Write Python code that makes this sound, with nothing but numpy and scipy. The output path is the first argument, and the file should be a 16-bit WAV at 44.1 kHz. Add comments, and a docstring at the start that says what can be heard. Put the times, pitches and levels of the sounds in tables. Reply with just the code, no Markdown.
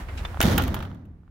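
"""Old truck door slamming

Outdoors, close by, a little right of the microphone, a steel compartment door swings on ticking hinges.
It pushes air ahead of it, bangs on the frame and snaps its latch. The sheet-metal body clangs and swells
into a boom, and door and latch rattle while it dies away. Wind rumbles on the microphone."""
import sys
import numpy as np
from scipy import signal
from scipy.fft import rfft, irfft
from scipy.io import wavfile
from scipy.ndimage import map_coordinates

SR = 44100
rng = np.random.default_rng(int(sys.argv[2]) if len(sys.argv) > 2 else 0)


def dump_mix(stems):
    """Bounce the given channels to the path in sys.argv[1] as a 16-bit WAV at rate SR."""
    frames = np.atleast_2d(stems).T  # one column per channel
    limited = np.clip(frames, -1, 1)  # hard clip at full scale
    pcm = np.round(limited * 32767).astype(np.int16)
    wavfile.write(sys.argv[1], SR, pcm)


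N = 57330
TIME = np.arange(N) / SR
FFT_SIZE = 81920
HZ = np.fft.rfftfreq(FFT_SIZE, 1 / SR)
SLAM_S = .4048  # the door meets the frame


def amp(db):
    """Decibels to gain."""
    return 10 ** (np.asarray(db) / 20)


def along(points, hz):
    """Read a curve of (Hz, value) points on a log frequency axis."""
    freqs, values = np.transpose(points)
    return np.interp(np.log(hz + 1), np.log(freqs + 1), values)


def fade(t, t60):
    """Exponential decay by 60 dB in t60 seconds."""
    return np.exp(-np.log(1000) * t / t60)


def swell(rise_s):
    """A rise from silence towards full level, with time constant rise_s."""
    return 1 - np.exp(-TIME / rise_s)


def at(start_s, x):
    """x delayed to begin at start_s."""
    return np.pad(x, ((0, 0), (max(round(start_s * SR), 0), 0)))[:, :N]


def filtered(x, response):
    """x passed through a frequency response."""
    return irfft(rfft(x, FFT_SIZE) * response, FFT_SIZE)[..., :N]


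def colour(spectrum, tilt_db=0):
    """A minimum-phase response of unit power with this spectrum, tilted by tilt_db per octave."""
    gain = amp(along(spectrum, HZ) + tilt_db * np.log2(HZ + 1))
    gain /= np.sqrt(np.mean(gain ** 2))
    cepstrum = irfft(np.log(gain + 1e-6))
    cepstrum[1:FFT_SIZE // 2] *= 2
    cepstrum[FFT_SIZE // 2 + 1:] = 0
    return np.exp(rfft(cepstrum))


def pan(db):
    """Left and right gains for a level difference, left minus right."""
    return amp(np.array([[db], [-db]]) / 2)


def leaning(x, lean):
    """x with a left-right level difference for each band."""
    half_db = along(lean, HZ) / 2
    return filtered(x, amp([half_db, -half_db]))


def noise():
    """White stereo noise, nearly mono in the bass."""
    # Each row: frequency in Hz, correlation of left and right.
    likeness = [(60, .98), (200, 0.91), (400, .8), (900, 0.19), (2500, 0.14), (8000, 0.067), (14000, 0.47)]
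    angle = np.arccos(np.clip(along(likeness, HZ), -1, 1)) / 2
    mid, side = filtered(rng.standard_normal((2, N)), np.array([np.cos(angle), np.sin(angle)]))
    return np.array([mid + side, mid - side])


def air(levels, spectrum):
    """Coloured noise that follows a level curve."""
    return amp(np.interp(TIME, *np.transpose(levels))) * filtered(noise(), colour(spectrum))


def contact(t60, snap):
    """One sharp impulse, snap times the strength of the dying chatter behind it."""
    burst = noise() * fade(TIME, t60)
    burst[:, 0] -= snap
    return burst


def dense_ring(spectrum, t60s, rise_s):
    """Countless sheet-metal modes blur into noise, each band dying at its own speed."""
    hz, t, bands = signal.stft(noise(), SR, nperseg=256)
    bands *= fade(t, along(t60s, hz)[:, None])
    _, tail = signal.istft(bands, SR, nperseg=256)
    return filtered(tail[:, :N] * swell(rise_s), colour(spectrum))


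def wind():
    """Wind rumbles on the microphone and eases near the end."""
    # Each row: time in seconds, level in dB.
    levels = [(0, -35), (.08, -36.5), (.23, -31.5), (.35, -33.5), (.7, -31.5), (1, -47), (1.3, -49.5)]
    # Each row: frequency in Hz, level in dB.
    spectrum = [(15, -17.5), (30, -7), (55, -1), (90, -5), (140, -18), (250, -25.5), (450, -44.5),
                (1200, -43), (2200, -49), (4000, -78), (16000, -80)]
    return air(levels, spectrum)


def rustle():
    """A soft background rustle that sinks away after the slam."""
    # Each row: time in seconds, level in dB.
    levels = [(0, -38.5), (.06, -49), (.12, -45.5), (.25, -42.5), (.39, -45.5), (.6, -50), (1, -75),
              (1.3, -72.5)]
    # Each row: frequency in Hz, level in dB.
    spectrum = [(100, 1), (300, 1.5), (500, -1), (850, -1.5), (1800, -5.5), (3500, -16), (6000, -22),
                (10000, -27.5), (16000, -32.5)]
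    return air(levels, spectrum)


def hiss_and_hinge():
    """A faint, brief hiss at the very start, then three short hinge scrapes; all four ring briefly."""
    # Each row: start in seconds, level in dB, rise and t60 in seconds, tilt in dB per octave,
    # ring pitch in Hz, ring level in dB against the noise.
    bursts = [(.003, -65, 0.0058, 0.085, -7.5, 1740, 4), (.084, -32, 0.0024, .13, -5, 2105, -10),
              (0.172, -34, 0.0071, 0.12, 5, 3900, -13), (.250, -25.5, 0.00096, 0.041, -2.5, 3530, -2)]
    # Each row: frequency in Hz, level in dB.
    spectrum = [(150, -11.5), (600, 0), (2500, 8.5), (4000, -1.5), (7000, -12.5), (10000, -26),
                (16000, -44)]
    out = 0
    for start, db, rise, t60, tilt, ring_hz, ring_db in bursts:
        hiss = filtered(noise(), colour(spectrum, tilt))
        ring = amp(ring_db) * np.sin(2 * np.pi * ring_hz * TIME)
        out += at(start, amp(db) * (hiss + ring) * swell(rise) * fade(TIME, t60))
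    return out


def knocks():
    """The loose door knocks and rattles against its frame."""
    # Each row: start in seconds, level in dB, t60 in seconds, tilt in dB per octave, snap as a ratio.
    hits = [(.3450, -34.5, 0.0093, -4.5, 13.7), (.3727, -33.5, 0.013, -3.5, 11.3),
            (.4365, -29, 0.055, 7, 2.7), (.446, -27, .05, -4, 4), (0.456, -30, .03, -15, 9.2),
            (.472, -29.5, .07, -6, 4.9), (.582, -21, 0.13, 1.5, 5.8), (0.598, -25, 0.09, 1.5, 3.3),
            (.679, -29, 0.043, 1, 4.1), (.7432, -28.5, 0.064, 3, 9.2), (.765, -31.5, 0.087, 0.5, 2.3),
            (0.804, -33, 0.047, 2, 3), (0.8276, -36.5, 0.059, 4, 6.4), (0.851, -39.5, 0.065, 2, 3.5),
            (.915, -46, 0.017, -1, 8.4), (1.135, -59.5, 0.019, -5.5, 6.6), (1.234, -56, .01, -5.5, 9.8),
            (1.279, -56, 0.016, -4, 8.9)]
    # Each row: frequency in Hz, level in dB.
    spectrum = [(60, -19.5), (200, -10), (450, -8), (820, 7), (1100, 1), (1400, 5), (2000, -10),
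                (3200, -8.5), (4500, -20), (8000, -37), (16000, -35)]
    return sum(amp(db) * at(start, filtered(contact(t60, snap), colour(spectrum, tilt)))
               for start, db, t60, tilt, snap in hits)


def air_push():
    """The closing door squeezes out one pulse of air just before it lands."""
    peak_s, width_s, db = .3968, .0018, -16.5
    return amp(db) * np.exp(-((TIME - peak_s) / width_s) ** 2 / 2)


def slam():
    """The door bangs on the frame: its edge lands first, then the rest of the leaf."""
    # Each row: lag after the slam in seconds, level in dB, snap as a ratio.
    landings = [(0, -9, 5.1), (.002, -15, 2.2)]
    # Each row: frequency in Hz, level in dB.
    spectrum = [(40, 0.5), (100, 8.5), (260, 8.5), (400, -4.5), (620, 4.5), (1100, -2), (1700, -0.5),
                (2400, -8.5), (3300, -17.5), (5800, -14.5), (8000, -21.5), (15000, -31.5)]
    blows = sum(amp(db) * at(SLAM_S + lag, contact(t60=.016, snap=snap)) for lag, db, snap in landings)
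    return filtered(blows, colour(spectrum))


def buzz(depth_db, per_second):
    """Loose sheet edges make the clang grainy: a fast, uneven flutter of gain."""
    knots = rng.standard_normal(int(N * per_second / SR) + 4)
    return amp(depth_db * map_coordinates(knots, [TIME * per_second]))


def clang():
    """The steel sheets ring from the slam on, and die faster once the door is seated."""
    # Each row: frequency in Hz, level in dB.
    spectrum = [(60, -3.5), (300, -3), (700, 0), (1200, -3), (2000, -4), (2600, -10), (3500, -5.5),
                (4800, -11), (6300, -11.5), (8000, -21), (11000, -19), (15000, -20)]
    # Each row: frequency in Hz, t60 in seconds until the door is seated.
    t60s = [(300, 1.6), (1000, 1.36), (3000, 0.93), (7000, 0.8), (15000, 0.77)]
    seated_s, damping_db_per_s = .84, 39.5
    ring = amp(-24.5) * at(SLAM_S, dense_ring(spectrum, t60s, rise_s=.014))
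    damping = amp(-damping_db_per_s * np.maximum(TIME - seated_s, 0))
    return ring * buzz(depth_db=2.2, per_second=450) * damping


def modes(table):
    """Struck steel rings as decaying sines, with new phases at each call."""
    return sum(amp(db) * fade(TIME, t60) * np.sin(2 * np.pi * (hz * TIME + rng.random()))
               for hz, db, t60 in table)


def latch():
    """The latch snaps, rebounds and chatters; each contact briefly rings the steel."""
    # Each row: start in seconds, level in dB, t60 in seconds, tilt in dB per octave,
    # left minus right in dB, gain of the ring in dB.
    strikes = [(0.4141, -12, .017, -1, 2, 2.5), (0.4245, -34.5, 0.035, -4, -10, 1),
               (0.4264, -18, 0.033, -1, 3, -3.5), (0.4315, -16, 0.026, -5.9, 3, -1.5),
               (0.5788, -19.5, 0.025, -2.5, 1.5, 2), (0.5809, -15, 0.019, 8.4, 1, -5),
               (0.621, -31.5, 0.051, -1, 4, -4), (.638, -30.5, 0.025, -1.5, -1, -2.5),
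               (.679, -33, .02, 2, 3, -3), (0.7439, -32, 0.045, 4, 3, 1), (.790, -41.5, .03, -2.5, 5, 5),
               (0.8255, -43.5, 0.035, -3.5, 16, 5.5), (.947, -54, 0.033, -3.5, -0.5, 4.5),
               (1.053, -63, 0.05, -3, 0, 0)]
    # Each row: frequency in Hz, level of the click in dB.
    spectrum = [(200, -10), (500, -13), (1400, -1), (2300, -1), (3100, 4), (3700, -7), (4700, -11.5),
                (6700, -4), (8500, -12), (10500, -8), (13000, -2.5), (16000, -9)]
    # Each row: mode frequency in Hz, level in dB, t60 in seconds.
    steel_modes = [(819, -27, .2), (1170, -26.5, .15), (1429, -17.5, 0.084), (1670, -21, 0.13),
                   (2000, -23.5, .1), (2650, -16.5, 0.015), (2868, -19, 0.02), (3020, -17, .08),
                   (3270, -14, 0.021), (3657, -18.5, .06)]
    out = 0
    for start, db, t60, tilt, pan_db, ring_db in strikes:
        click = filtered(contact(t60, snap=3), colour(spectrum, tilt))
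        ring = amp(ring_db) * modes(steel_modes)
        out += amp(db) * pan(pan_db) * at(start, click + ring)
    return out


def boom():
    """The blow spreads through the truck body, and the big panels swell into a boom."""
    # Each row: frequency in Hz, level in dB.
    spectrum = [(25, -14.5), (50, -9.5), (85, -1.5), (150, -7), (250, -3), (400, -13.5), (620, -16),
                (1000, -25.5), (3000, -48.5), (16000, -93.5)]
    # Each row: frequency in Hz, t60 in seconds.
    t60s = [(60, 1.3), (200, 1.3), (600, 0.93)]
    # Each row: mode frequency in Hz, level in dB, t60 in seconds.
    panel_modes = [(85.7, -17.5, .65), (95.3, -20.5, 1.4), (129, -27.5, 1.7), (171.2, -28, 1.7),
                   (203.5, -23, 1.1), (253, -24.5, .85), (274.5, -26.5, 0.98), (339, -32, 1.1)]
    delay_s, rise_s = .028, .0044
    rumble = amp(-18.5) * dense_ring(spectrum, t60s, rise_s)
    tones = modes(panel_modes) * swell(rise_s)
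    return at(SLAM_S + delay_s, rumble + tones)


def thumps():
    """The door leaf flexes with dull thumps, each a heavily damped low swing."""
    # Each row: start in seconds, level in dB.
    flexes = [(.438, -11), (0.469, -9.5), (.543, -8.5), (0.576, -11), (0.685, -10), (0.804, -19),
              (1.083, -31.5)]
    pitch_hz = 81.2
    thump = np.sin(2 * np.pi * pitch_hz * TIME) * fade(TIME, t60=.11) * swell(rise_s=.0078)
    return sum(amp(db) * at(start, thump[None]) for start, db in flexes)


def scene():
    """The door stands close by, a little to the right; the wind is on the microphone itself."""
    # The open door's top treble lies further right. Each row: frequency in Hz, left minus right in dB.
    swing_lean = [(400, 1), (2300, 0), (5000, 0), (9000, -4.5), (14000, -8)]
    # The place of the whole door. Each row: frequency in Hz, left minus right in dB.
    door_lean = [(200, -0.5), (600, -1.5), (1000, -2), (1600, -6.5), (2300, -1.5), (3300, -4), (5300, 1.5),
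                 (9000, -5.5), (14000, -6)]
    swing = leaning(hiss_and_hinge() + rustle(), swing_lean)
    door = swing + air_push() + slam() + latch() + knocks() + clang() + boom() + thumps()
    return leaning(door, door_lean) + wind()


def record(dry):
    """The recorder drops the deepest bass and keeps nothing above its band limit."""
    low_cut_hz, top_hz = 20, 15950
    low_cut = 1j * HZ / (low_cut_hz + 1j * HZ)
    band_limit = 1 / np.sqrt(1 + (HZ / top_hz) ** 240)
    return filtered(dry, low_cut * band_limit)


dry = scene()
out = record(dry)
dump_mix(out)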